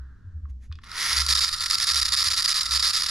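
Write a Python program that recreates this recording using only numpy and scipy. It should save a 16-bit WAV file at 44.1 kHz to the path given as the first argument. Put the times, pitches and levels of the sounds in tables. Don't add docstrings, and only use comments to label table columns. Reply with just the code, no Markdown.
import sys
import numpy as np
from scipy import signal
from scipy.fft import rfft, irfft
from scipy.io import wavfile

SR = 44100
rng = np.random.default_rng(int(sys.argv[2]) if len(sys.argv) > 2 else 0)


def store_pcm(level_fs):
    pcm = np.round(np.clip(level_fs, -1, 1) * 32767).astype(np.int16)
    wavfile.write(sys.argv[1], SR, np.atleast_2d(pcm).T)


N = 136710

# frequency_hz, gain_db
RUMBLE_SPECTRUM = [(25, 1), (42, -3), (65, 0.5), (100, -2.5), (140, -12.5), (240, -16), (350, -28)]
HISS_SPECTRUM = [(750, -43), (2500, -51), (6000, -50), (15000, -72)]
# frequency_hz, correlation
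BACKGROUND_CORRELATION = [(90, 0.94), (200, 0.66), (500, 0.36), (8000, 0.43)]
# frequency_hz, left_minus_right_db
EAR_BALANCE = [(1000, -1), (4200, -1), (5200, -4.5), (6700, 1.5), (8600, -8), (11000, 0)]
# peak_s, level_db, pitch_hz, rise_s, decay_s
THUMP_EVENTS = [(.01, -31.5, 65.1, 0.052, 0.071), (0.281, -33.5, 91.3, 0.025, 0.025),
                (0.365, -27, 78.5, 0.022, 0.038), (0.447, -27, 70.5, 0.025, 0.024),
                (0.508, -30.5, 63.3, 0.014, 0.11), (0.704, -28.5, 79.4, 0.0063, 0.054),
                (1.223, -26.5, 67.5, 0.071, 0.058), (1.312, -30, 67.2, 0.029, 0.092),
                (1.539, -39.5, 66.5, 0.025, 0.03), (1.96, -35.5, 70.5, 0.04, 0.084),
                (2.028, -37.5, 60, 0.02, 0.11), (2.275, -33.5, 79, 0.0097, 0.034),
                (2.75, -33, 66.4, 0.06, 0.11)]
# time_s, level_db
FAINT_ENVELOPE = [(0, -62.5), (.32, -69.5), (.52, -82)]
# frequency_hz, gain_db
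FAINT_SPECTRUM = [(800, -28), (1260, -12), (1650, -6.5), (2300, -37), (4100, -32), (9000, -55)]
# centre_s, width_s, level_db
SCUFF_EVENTS = [(.502, 0.008, -67.5), (.643, 0.019, -64)]
# frequency_hz, gain_db
SCUFF_SPECTRUM = [(1000, -7), (1900, 2.5), (2800, -5), (5500, -7), (6500, -2), (8300, -17), (10500, -10),
                  (14000, -31)]
# start_s, relative_level_db, tilt_db_per_octave
CLICK_EVENTS = [(0.454, -47, -17), (0.715, -45, -7), (0.725, -35.5, 2), (.755, -45, 6), (0.788, -41, -3.5),
                (0.837, -36, -1)]
# frequency_hz, gain_db
CLICK_SPECTRUM = [(800, -28), (1100, 1), (2200, -5), (3400, 0.5), (5000, -8), (15000, -53)]
# frequency_hz, width_hz, strength_db
BODY_MODES = [(1120, 130, 2), (1780, 80, 4), (2490, 110, 3), (3460, 120, 2)]
GEARBOX_MODES = [(1351, 39, 1.5), (4870, 110, -13.5), (7300, 26, -14)]
# time_s, level_db
WHIR_ENVELOPE = [(.815, -65), (.845, -53), (.89, -46), (.94, -38.5), (0.981, -29.5), (1.03, -27),
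                 (1.12, -25), (1.2, -27.5), (1.25, -40.5), (1.4, -70)]
# frequency_hz, gain_db
WHIR_SPECTRUM = [(150, -30), (300, -20), (780, -18.5), (1050, -5), (1500, -2.5), (2150, 4), (2600, -6.5),
                 (3900, 1), (5200, 3), (6300, -4), (8200, -14.5), (9300, -13), (10100, -4.5), (11000, -5.5),
                 (11800, -22), (13200, -17), (15000, -41)]
CHATTER_SPECTRUM = [(420, -37), (560, -27), (830, -29), (1050, -13.5), (1330, -6.5), (1480, -21),
                    (1700, -6.5), (2780, -14.5), (3400, -9), (3750, -1), (4200, -5), (4950, -0.5),
                    (5400, -4.5), (6000, -12), (7300, -10), (8200, -21), (9300, -13), (10200, -11.5),
                    (11900, -24.5), (13700, -27.5), (15000, -49)]
# start_s, length_s, relative_level_db
CHATTER_BURSTS = [(0.842, 0.0027, -43), (0.916, 0.003, -33.5), (1.128, 0.0058, -21.0),
                  (1.164, 0.026, -20.5), (1.201, 0.02, -21.5), (1.264, 0.0034, -18.5),
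                  (1.285, 0.052, -18.5), (1.35, 0.018, -20), (1.373, 0.026, -21), (1.406, 0.043, -20),
                  (1.453, 0.043, -27), (1.528, 0.021, -25), (1.606, 0.022, -24), (1.637, 0.0057, -21),
                  (1.659, 0.01, -20.5), (1.7, 0.014, -18.5), (1.72, 0.035, -21), (1.782, 0.0059, -20.5),
                  (1.8, 0.0027, -17), (1.809, .04, -21.5), (1.869, 0.036, -20), (1.909, 0.013, -19),
                  (1.935, 0.0062, -25.5), (1.944, 0.0091, -19.5), (1.957, 0.048, -20), (2.014, 0.0185, -20),
                  (2.051, 0.019, -21.5), (2.081, 0.013, -23), (2.121, 0.031, -20), (2.165, 0.067, -21.5),
                  (2.239, 0.051, -20.5), (2.303, 0.023, -21), (2.333, 0.014, -22), (2.363, 0.047, -21.5),
                  (2.422, 0.008, -20), (2.443, 0.02, -20.5), (2.478, 0.053, -20.5), (2.543, 0.054, -22.5),
                  (2.608, 0.012, -19.5), (2.631, 0.0051, -23.5), (2.656, 0.011, -23), (2.709, 0.071, -21),
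                  (2.794, 0.012, -21.5), (2.825, 0.087, -21), (2.932, 0.047, -22), (2.969, 0.042, -24),
                  (3.02, 0.004, -19.5), (3.033, 0.011, -21.5), (3.061, 0.01, -22), (3.086, 0.013, -22.5)]

MOTOR_START_S, FULL_SPEED_S, FULL_BRIGHTNESS_S = WHIR_ENVELOPE[0][0], 0.92, 1.0
TIME_S, FREQUENCY_HZ = np.arange(N) / SR, np.fft.rfftfreq(N, 1 / SR)


def amp(db):
    return 10 ** (np.asarray(db) / 20)


def unit_rms(x):
    return x / np.sqrt(np.mean(x ** 2) + 1e-20)


def curve_at(points, hz):
    f, value = np.transpose(points)
    return np.interp(np.log(hz + 1), np.log(f + 1), value)


def envelope(points):
    return amp(np.interp(TIME_S, *np.transpose(points), left=-np.inf, right=-np.inf))


def add(mix, start_s, sound):
    part = mix[max(0, round(start_s * SR)):][:len(sound)]
    part += sound[:len(part)]


def coloured(x, spectrum, modes=(), tilt_db=0, size=4096):
    hz = abs(np.fft.fftfreq(size, 1 / SR))
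    gain = amp(curve_at(spectrum, hz) + tilt_db * np.log2(np.maximum(hz, 1000) / 1000))
    gain *= 1 + sum(amp(db) / (1 + (2 * (hz - f) / width) ** 2) for f, width, db in modes)
    log_response = np.conj(signal.hilbert(np.log(gain)))
    impulse_response = np.fft.ifft(np.exp(log_response)).real
    return signal.fftconvolve(x, impulse_response / np.linalg.norm(impulse_response))[:len(x)]


def background(level_db=-48.5):
    left, independent = rfft(rng.standard_normal((2, N)))
    correlation = curve_at(BACKGROUND_CORRELATION, FREQUENCY_HZ)
    right = correlation * left + np.sqrt(1 - correlation ** 2) * independent
    gain = amp(curve_at(RUMBLE_SPECTRUM + HISS_SPECTRUM, FREQUENCY_HZ))
    return amp(level_db) * unit_rms(irfft(np.array([left, right]) * gain, N))


def reflections(x, t60_s, level_db, size=16000):
    t = np.arange(size) / SR
    signs = rng.choice([-1, 1], (2, size))
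    arrivals = (rng.random((2, size)) < .1) * (t > .001)
    taps = signs * arrivals * np.exp(-np.log(1000) * t / t60_s)
    taps /= np.linalg.norm(taps, axis=1, keepdims=True)
    return amp(level_db) * signal.fftconvolve(x[None], taps, axes=1)[:, :N]


def scattered_treble(x, level_db=-11):
    diffuse = coloured(x * rng.standard_normal(N), CHATTER_SPECTRUM, tilt_db=0.5)
    return amp(level_db) * diffuse * np.array([[1], [-1]])


def direct_sound(x, lead_s=.000028, lead_below_hz=5030):
    delay_s = lead_s / (1 + (FREQUENCY_HZ / lead_below_hz) ** 10)
    left = amp(curve_at(EAR_BALANCE, FREQUENCY_HZ) / 2) * np.exp(-1j * np.pi * FREQUENCY_HZ * delay_s)
    return irfft(rfft(x) * np.array([left, 1 / left]), N)


def handling_thumps():
    out = np.zeros(N)
    for peak_s, level_db, pitch_hz, rise_s, decay_s in THUMP_EVENTS:
        t = TIME_S - peak_s
        shape = np.exp(-np.where(t < 0, (t / rise_s) ** 2, t / decay_s))
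        out += amp(level_db) * shape * np.sin(2 * np.pi * (pitch_hz * t + rng.random()))
    return out


def faint_whirr():
    return coloured(rng.standard_normal(N) * envelope(FAINT_ENVELOPE), FAINT_SPECTRUM)


def finger_scuffs():
    strokes = sum(amp(level_db) * np.exp(-((TIME_S - centre_s) / width_s) ** 2 / 2)
                  for centre_s, width_s, level_db in SCUFF_EVENTS)
    return coloured(strokes * rng.standard_normal(N), SCUFF_SPECTRUM)


def body_clicks(gain_db=16, crunch_s=0.0017, rattle_s=0.027, rattle_db=-22, size=5000):
    out, t = np.zeros(N), np.arange(size) / SR
    decay = np.exp(-t / crunch_s) + amp(rattle_db) * np.exp(-t / rattle_s)
    for start_s, level_db, tilt_db in CLICK_EVENTS:
        hit = rng.standard_normal(size) * decay
        click = coloured(hit / np.linalg.norm(hit), CLICK_SPECTRUM, BODY_MODES, tilt_db)
        add(out, start_s, amp(level_db + gain_db) * click)
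    return out


def tooth_ticks(full_rate_hz=4500, doubling_s=0.079, spread_db=4.5):
    speed = 2 ** (np.clip(TIME_S - FULL_SPEED_S, -.2, 0) / doubling_s)
    strengths = unit_rms(amp(spread_db * np.clip(rng.standard_normal(N), -2, 2)))
    chance = speed * full_rate_hz / SR
    impacts = (rng.random(N) < chance) * rng.choice([-1, 1], N)
    return impacts * strengths / np.sqrt(chance)


def shell_ring(pitch_hz=1320, width_hz=230, level_db=-44.5):
    swell = np.clip((TIME_S - MOTOR_START_S) / (FULL_SPEED_S - MOTOR_START_S), 0, 1) ** 2
    b, a = signal.iirpeak(pitch_hz, pitch_hz / width_hz, fs=SR)
    ring = signal.lfilter(b, a, signal.lfilter(b, a, tooth_ticks() * swell))
    return amp(level_db) * unit_rms(ring)


def gear_whir():
    drive = tooth_ticks() * envelope(WHIR_ENVELOPE)
    brightness = np.interp(TIME_S, [MOTOR_START_S, FULL_BRIGHTNESS_S], [0, 1]) ** 2
    fast = coloured(drive * brightness, WHIR_SPECTRUM, GEARBOX_MODES)
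    slow = coloured(drive * (1 - brightness), WHIR_SPECTRUM, GEARBOX_MODES, tilt_db=-5)
    return fast + slow


def knock_train(length_s, level_db, count=100, size=350):
    rate_hz, log_gap_spread, strength_spread_db, skitter_s = 440, .42, 1.74, 0.0011
    ring_hz, log_pitch_spread, ring_share = 4900, 0.12, 0.093
    gap_draws, strength_draws, pitch_draws = np.clip(rng.standard_normal((3, count)), -1.5, 1.5)
    t = np.arange(size) / SR
    pitches_hz = ring_hz * np.exp(log_pitch_spread * pitch_draws)
    rings = np.sqrt(2 * ring_share) * np.sin(2 * np.pi * pitches_hz[:, None] * t)
    skitters = np.sqrt(1 - ring_share) * rng.choice([-1, 1], (count, size))
    knocks = (skitters + rings) * np.sqrt(t / skitter_s) * np.exp(-t / skitter_s)
    gaps_s = np.exp(log_gap_spread * gap_draws) / rate_hz
    out = np.zeros(round(length_s * SR) + size)
    for start_s, strength, knock in zip(np.cumsum(gaps_s) - gaps_s[0], strength_draws, knocks):
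        if start_s < length_s - skitter_s:
            add(out, start_s, amp(strength_spread_db * strength) * knock)
    return amp(level_db) * np.sqrt(length_s * SR) * out / (np.linalg.norm(out) + 1e-12)


def gear_chatter(burst_gain_db=-3.5, light_from_s=1.2, light_db=-35.5):
    knocks = np.zeros(N)
    add(knocks, light_from_s, knock_train(N / SR - light_from_s, light_db, count=1500))
    for start_s, length_s, level_db in CHATTER_BURSTS:
        add(knocks, start_s, knock_train(length_s, level_db + burst_gain_db))
    return coloured(knocks, CHATTER_SPECTRUM, GEARBOX_MODES)


def scene():
    motor = gear_whir() + gear_chatter() + shell_ring()
    car = motor + body_clicks() + finger_scuffs() + faint_whirr()
    scattered = scattered_treble(motor)
    table = reflections(car, t60_s=0.016, level_db=-15)
    room = reflections(car, t60_s=0.36, level_db=-15)
    return direct_sound(car) + scattered + table + room + handling_thumps() + background()


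def record(dry):
    low_pass = signal.firwin(201, 15000, window=("kaiser", 9), fs=SR)
    return signal.oaconvolve(dry, low_pass[None], "same")


dry = scene()
out = record(dry)
store_pcm(out)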